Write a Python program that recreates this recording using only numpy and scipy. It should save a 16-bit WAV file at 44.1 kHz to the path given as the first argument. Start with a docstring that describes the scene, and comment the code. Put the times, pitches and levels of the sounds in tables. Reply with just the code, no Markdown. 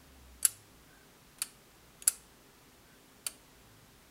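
"""A brass clock beats four times, unevenly, close by in a quiet workshop with a low hum and faint hiss.
First a lever clicks, a wheel tooth slides, and one of two steel catches (pallets) stops it: a bright tick.
A faint rub and a graze follow; a second after the tick the other pallet stops the wheel: a softer tock.
Then click, tick, rub and tock come once more. Each blow rings the struck part and the clock's plates,
and the small room echoes it. Now and then a faint low tone swells and fades, the last near the end."""
import sys
import numpy as np
from scipy import signal
from scipy.fft import rfft, irfft
from scipy.io import wavfile

SR = 44100
rng = np.random.default_rng(int(sys.argv[2]) if len(sys.argv) > 2 else 0)


def int16_out(signal):
    """Quantize to a 16-bit WAV file."""
    q = np.round(np.clip(np.atleast_2d(signal).T, -1, 1) * 32767)
    wavfile.write(sys.argv[1], SR, q.astype(np.int16))


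N = 180854

# Teeth hitting the pallets. Each row: start in seconds, level in dB, added brightness in dB per octave.
TICKS = [(0.4503, -18, 0), (2.0771, -18, 0.5)]
TOCKS = [(1.4177, -28, 0.025), (3.2650, -29.5, -0.69)]
GRAZES = [(1.3847, -55, -2.5)]
# Two small levers, the pawl and the detent, falling. Each row: start in seconds, level in dB.
PAWL_CLICKS = [(0.4281, -38)]
DETENT_CLICKS = [(2.0226, -44.5)]
# The tones each struck part rings with; narrow ones ring longer.
# Each row: pitch in Hz, width in Hz before damping scales it, relative level in dB.
TICK_TONES = [(1389, 60, -21), (1573, 80, -18.5), (2810, 110, -28), (4204, 14, -26.5), (4587, 74, -15.5),
              (5080, 66, -20), (6460, 130, -20), (6650, 120, -22.5), (7540, 130, -12), (7620, 110, -7),
              (8040, 130, -16), (8720, 90, -21.5), (9050, 170, -9.5), (10000, 140, -18), (10035, 100, 0.5),
              (10000, 7.7, -14), (10300, 90, -14.5), (11000, 100, -8), (11470, 100, -12),
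              (11970, 100, -16.5), (12700, 180, -24), (12980, 70, -15.5), (13580, 110, -14),
              (13950, 90, -16.5)]
TOCK_TONES = [(1338, 123, -9.5), (1804, 84, -12.5), (2413, 150, -10), (2674, 94, -9), (3053, 56, -9.5),
              (3834, 120, -7), (4230, 170, -12), (4473, 150, -4.5), (4540, 110, -5), (4840, 140, -18),
              (6730, 170, -21), (7550, 280, -6.5), (8100, 250, -9), (8790, 105, 1.5), (9120, 130, -3),
              (9350, 9, -2), (9600, 150, -1.5), (10000, 10, -3), (10000, 230, -1), (11060, 170, -7),
              (11600, 89, -15), (12000, 100, -10), (13100, 150, -7.5), (13630, 240, -8), (14320, 150, -20),
              (15000, 220, -18)]
PAWL_TONES = [(2370, 110, -15), (4570, 140, -5.5), (6100, 170, -9), (6610, 160, -11.5), (7860, 160, -2),
              (8750, 160, 0.5), (9250, 232, -4.5), (10970, 180, -1), (11450, 200, -7)]
DETENT_TONES = [(2717, 160, -3), (3000, 128, -8), (3800, 196, -6), (6750, 81, 3.5), (7460, 160, -6.5),
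                (8120, 165, -4), (10100, 240, 0.5), (10600, 200, -13)]
# The short crash of plates and wheels. Each row: frequency in Hz, relative level in dB.
PLATE_SPECTRUM = [(200, -30), (600, -23.5), (1050, -21.5), (1400, -11), (2000, -16), (2900, -9),
                  (3700, -13), (4600, -10.5), (5600, -9.5), (7600, -7), (9500, -1), (11500, -7.5),
                  (14000, -10.5), (15200, -19), (16500, -23)]
# How long the room echoes. Each row: frequency in Hz, seconds to fade by 60 dB.
ECHO_FADE_TIMES = [(500, 0.6), (1500, 0.3), (4000, 0.37), (8000, 0.35), (11000, 0.32), (15000, 0.14)]
# How strongly the room echoes. Each row: frequency in Hz, relative level in dB.
ECHO_SPECTRUM = [(500, -6), (1500, -11.5), (3600, -15), (6000, -12), (8000, -14), (10000, -18),
                 (14000, -14.5)]
# A rub between each tick and its tock. Each row: start in seconds, length in seconds, level in dB.
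RUBS = [(0.835, 0.26, -65), (2.818, 0.2, -69.5)]
# Low swelling tones at their loudest moment. Each row: time in seconds, pitch in Hz, level in dB.
DRONES = [(0.275, 64, -57.5), (0.57, 103.9, -64), (1.92, 152, -69), (3.75, 107, -64)]
# The tones of the hum. Each row: pitch in Hz, level in dB.
HUM_TONES = [(58.5, -72), (121, -81.5), (150.5, -77.5), (258.5, -74), (400, -77)]
# The rumble and hiss of the room's air. Each row: frequency in Hz, relative level in dB.
AIR_SPECTRUM = [(12, -25.5), (22, -9.5), (50, -2.5), (80, -11), (120, -5), (180, -5.5), (280, -7),
                (430, -9), (560, -12), (1200, -13), (2000, -16), (4000, -19), (8000, -22), (15000, -24.5),
                (16000, -24)]

# How long a contact chatters (bounces rapidly), and how strongly the struck part rings.
TICK_CHATTER_S, TOCK_CHATTER_S, LIGHT_CHATTER_S = 0.0014, 0.0035, 0.001
TICK_RING_DB, TOCK_RING_DB, LEVER_RING_DB, SLIDE_RING_DB = -0.3, 1, 0.5, -13
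LEAD_SAMPLES = 256  # silence before a blow


def tick_blows(slide_lead_s=0.0046, slide_db=-25, slide_bright_db=-5.5):
    """A tooth slides on the pallet, soft and dull, just before the drop that makes the tick."""
    for start, db, bright_db in TICKS:
        yield start - slide_lead_s, db + slide_db, LIGHT_CHATTER_S, slide_bright_db, SLIDE_RING_DB
        yield start, db, TICK_CHATTER_S, bright_db, TICK_RING_DB


def tock_blows():
    """A graze hardly rings the pallet; each tock is one drop that chatters longer than a tick."""
    for start, db, bright_db in GRAZES:
        yield start, db, LIGHT_CHATTER_S, bright_db, SLIDE_RING_DB
    for start, db, bright_db in TOCKS:
        yield start, db, TOCK_CHATTER_S, bright_db, TOCK_RING_DB


def lever_blows(clicks):
    """A lever falls with a single light blow."""
    return [(start, db, LIGHT_CHATTER_S, 0, LEVER_RING_DB) for start, db in clicks]


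def strike(blows, tones, damping, plates_db, plates_width_hz, plates_tilt_db, room_db, room_ring_db):
    """Steel meets brass: the struck part rings, the plates crash briefly and the room echoes."""
    near, far = np.zeros(N), np.zeros(N)
    t = np.arange(SR // 3) / SR
    spread = np.sqrt(0.01 * SR / len(t))  # a blow's level counts as if its energy filled 10 ms
    for start, db, chatter_s, bright_db, ring_db in blows:
        ring = gain_of(ring_db) * part_ring(t, chatter_s, tones, damping)
        plates = gain_of(plates_db) * plate_crash(t, chatter_s, plates_width_hz, plates_tilt_db)
        # small parts are heard mostly close by; the wide plates send their sound into the room
        for mix, blow in (near, plates + ring), (far, plates + gain_of(room_ring_db) * ring):
            blow = filtered(blow, lambda f: bright_db * np.log2(f + 500))
            add(mix, start - LEAD_SAMPLES / SR, gain_of(db) * spread * unit_level(blow))
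    return near + gain_of(room_db) * room_echo(far)


def part_ring(t, chatter_s, tones, damping):
    """A struck part rings with several tones at once, each fading at its own speed."""
    ring = np.zeros(len(t))
    for hz, width_hz, db in tones:
        tone = np.sin(2 * np.pi * (hz * t + rng.random()))
        ring += gain_of(db) * np.sqrt(width_hz) * tone * rise_and_fade(t, chatter_s, damping * width_hz)
    return unit_level(np.pad(ring, (LEAD_SAMPLES, 0)))


def plate_crash(t, chatter_s, width_hz, tilt_db, split_hz=3500, low_damping=0.64):
    """Plates and wheels ring with so many tones that they blur into noise; the low ones last longer."""
    noise = rng.standard_normal(len(t))
    low = filtered(noise, lambda f: -20 * np.log10(1 + (f / split_hz) ** 4))
    low_ring = low * rise_and_fade(t, chatter_s, low_damping * width_hz)
    high_ring = (noise - low) * rise_and_fade(t, chatter_s, width_hz)
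    crash = np.pad(low_ring + high_ring, (LEAD_SAMPLES, 0))
    return unit_level(filtered(crash, lambda f: look_up(PLATE_SPECTRUM, f) + tilt_db * np.log2(f + 1)))


def rise_and_fade(t, chatter_s, width_hz):
    """Energy builds up while the contact chatters, then leaks away, faster for a wider tone."""
    feed = np.exp(-(t / chatter_s) ** 2)
    kept_per_sample = np.exp(-2 * np.pi * width_hz / SR)
    energy = signal.lfilter([1], [1, -kept_per_sample], feed)
    return unit_level(np.sqrt(energy + 1e-20))


def room_echo(sound, first_echo_s=0.0041, build_up_s=0.004):
    """Sound bounces off bench and walls, each frequency band dying away at its own speed."""
    hz, t, bands = signal.stft(rng.choice([-1., 1.], SR), SR, nperseg=256)
    fade_s = look_up(ECHO_FADE_TIMES, hz)[:, None]
    same_energy = np.sqrt(2 * np.log(1000) / (fade_s * SR))  # a longer fade adds no energy
    bands = bands * gain_of(look_up(ECHO_SPECTRUM, hz)[:, None]) * 1000 ** (-t / fade_s) * same_energy
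    tail = signal.istft(bands, SR, nperseg=256)[1]
    tail *= np.clip((np.arange(len(tail)) / SR - first_echo_s) / build_up_s, 0, 1)
    return signal.fftconvolve(sound, tail)[:N]


def rubs(hz=1542, width_hz=81):
    """Soft friction makes a brief whisper around one pitch."""
    out = np.zeros(N)
    for start, length_s, db in RUBS:
        size = int(length_s * SR)
        add(out, start, gain_of(db) * narrow_noise(hz, width_hz)[:size] * np.hanning(size))
    return out


def drones(cycles=48, sag_hz_per_s=26):
    """Low tones far away swell, sink a little in pitch and fade; deeper ones last longer."""
    out = np.zeros(N)
    for peak_s, peak_hz, db in DRONES:
        half_s = cycles / peak_hz / 2
        hz = peak_hz - sag_hz_per_s * np.arange(-half_s, half_s, 1 / SR)
        tone = np.sqrt(2) * np.sin(2 * np.pi * (np.cumsum(hz) / SR + rng.random()))
        add(out, peak_s - half_s, gain_of(db) * tone * np.hanning(len(hz)))
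    return out


def air_and_hum(air_db=-60, hum_width_hz=3):
    """The room's air hisses faintly over a low hum that wavers at random."""
    air = unit_level(filtered(rng.standard_normal(N), lambda f: look_up(AIR_SPECTRUM, f)))
    hum = sum(gain_of(db) * narrow_noise(hz, hum_width_hz) for hz, db in HUM_TONES)
    return gain_of(air_db) * air + hum


def narrow_noise(hz, width_hz):
    """Noise gathered around one pitch."""
    noise = rng.standard_normal(N)
    return unit_level(filtered(noise, lambda f: -20 * np.log10(1 + ((f - hz) / width_hz) ** 2)))


def gain_of(db):
    """Turns decibels into a number to multiply by."""
    return 10 ** (np.asarray(db) / 20)


def unit_level(sound):
    """Scales a sound so that its average (rms) level is 1."""
    return sound / np.sqrt(np.mean(sound ** 2) + 1e-20)


def look_up(table, hz):
    """Reads between a table's rows along straight lines, with octaves evenly spaced."""
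    row_hz, values = np.transpose(table)
    return np.interp(np.log(hz + 1), np.log(row_hz + 1), values)


def filtered(sound, db_at):
    """Turns each frequency up or down by the decibels that db_at gives for it."""
    hz = np.fft.rfftfreq(len(sound), 1 / SR)
    return irfft(rfft(sound) * gain_of(db_at(hz)), len(sound))


def add(mix, start_s, sound):
    """Mixes a sound in at a given time, cutting off what does not fit."""
    start = round(start_s * SR)
    sound = sound[max(-start, 0):]
    part = mix[max(start, 0):][:len(sound)]
    part += sound[:len(part)]


def scene():
    """The clock's beats and lever clicks over the quiet workshop, in one channel."""
    ticks = strike(tick_blows(), TICK_TONES, damping=0.8, plates_db=-7.5,
                   plates_width_hz=44.4, plates_tilt_db=0.5, room_db=-2, room_ring_db=-10.5)
    tocks = strike(tock_blows(), TOCK_TONES, damping=0.95, plates_db=-3.5,
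                   plates_width_hz=44, plates_tilt_db=-2, room_db=0.5, room_ring_db=-2.5)
    pawl = strike(lever_blows(PAWL_CLICKS), PAWL_TONES, damping=0.374, plates_db=-8,
                  plates_width_hz=86, plates_tilt_db=-3.5, room_db=2, room_ring_db=0)
    detent = strike(lever_blows(DETENT_CLICKS), DETENT_TONES, damping=0.6, plates_db=-0.5,
                    plates_width_hz=89.6, plates_tilt_db=-3, room_db=4.5, room_ring_db=-2.5)
    return (ticks + tocks + pawl + detent + air_and_hum() + drones() + rubs())[None]


def record(dry):
    """Cuts away the highest treble, above 15850 Hz."""
    low_pass = signal.firwin(255, 15850, window=("kaiser", 9), fs=SR)
    return signal.oaconvolve(dry, low_pass[None], "same")


dry = scene()
out = record(dry)
int16_out(out)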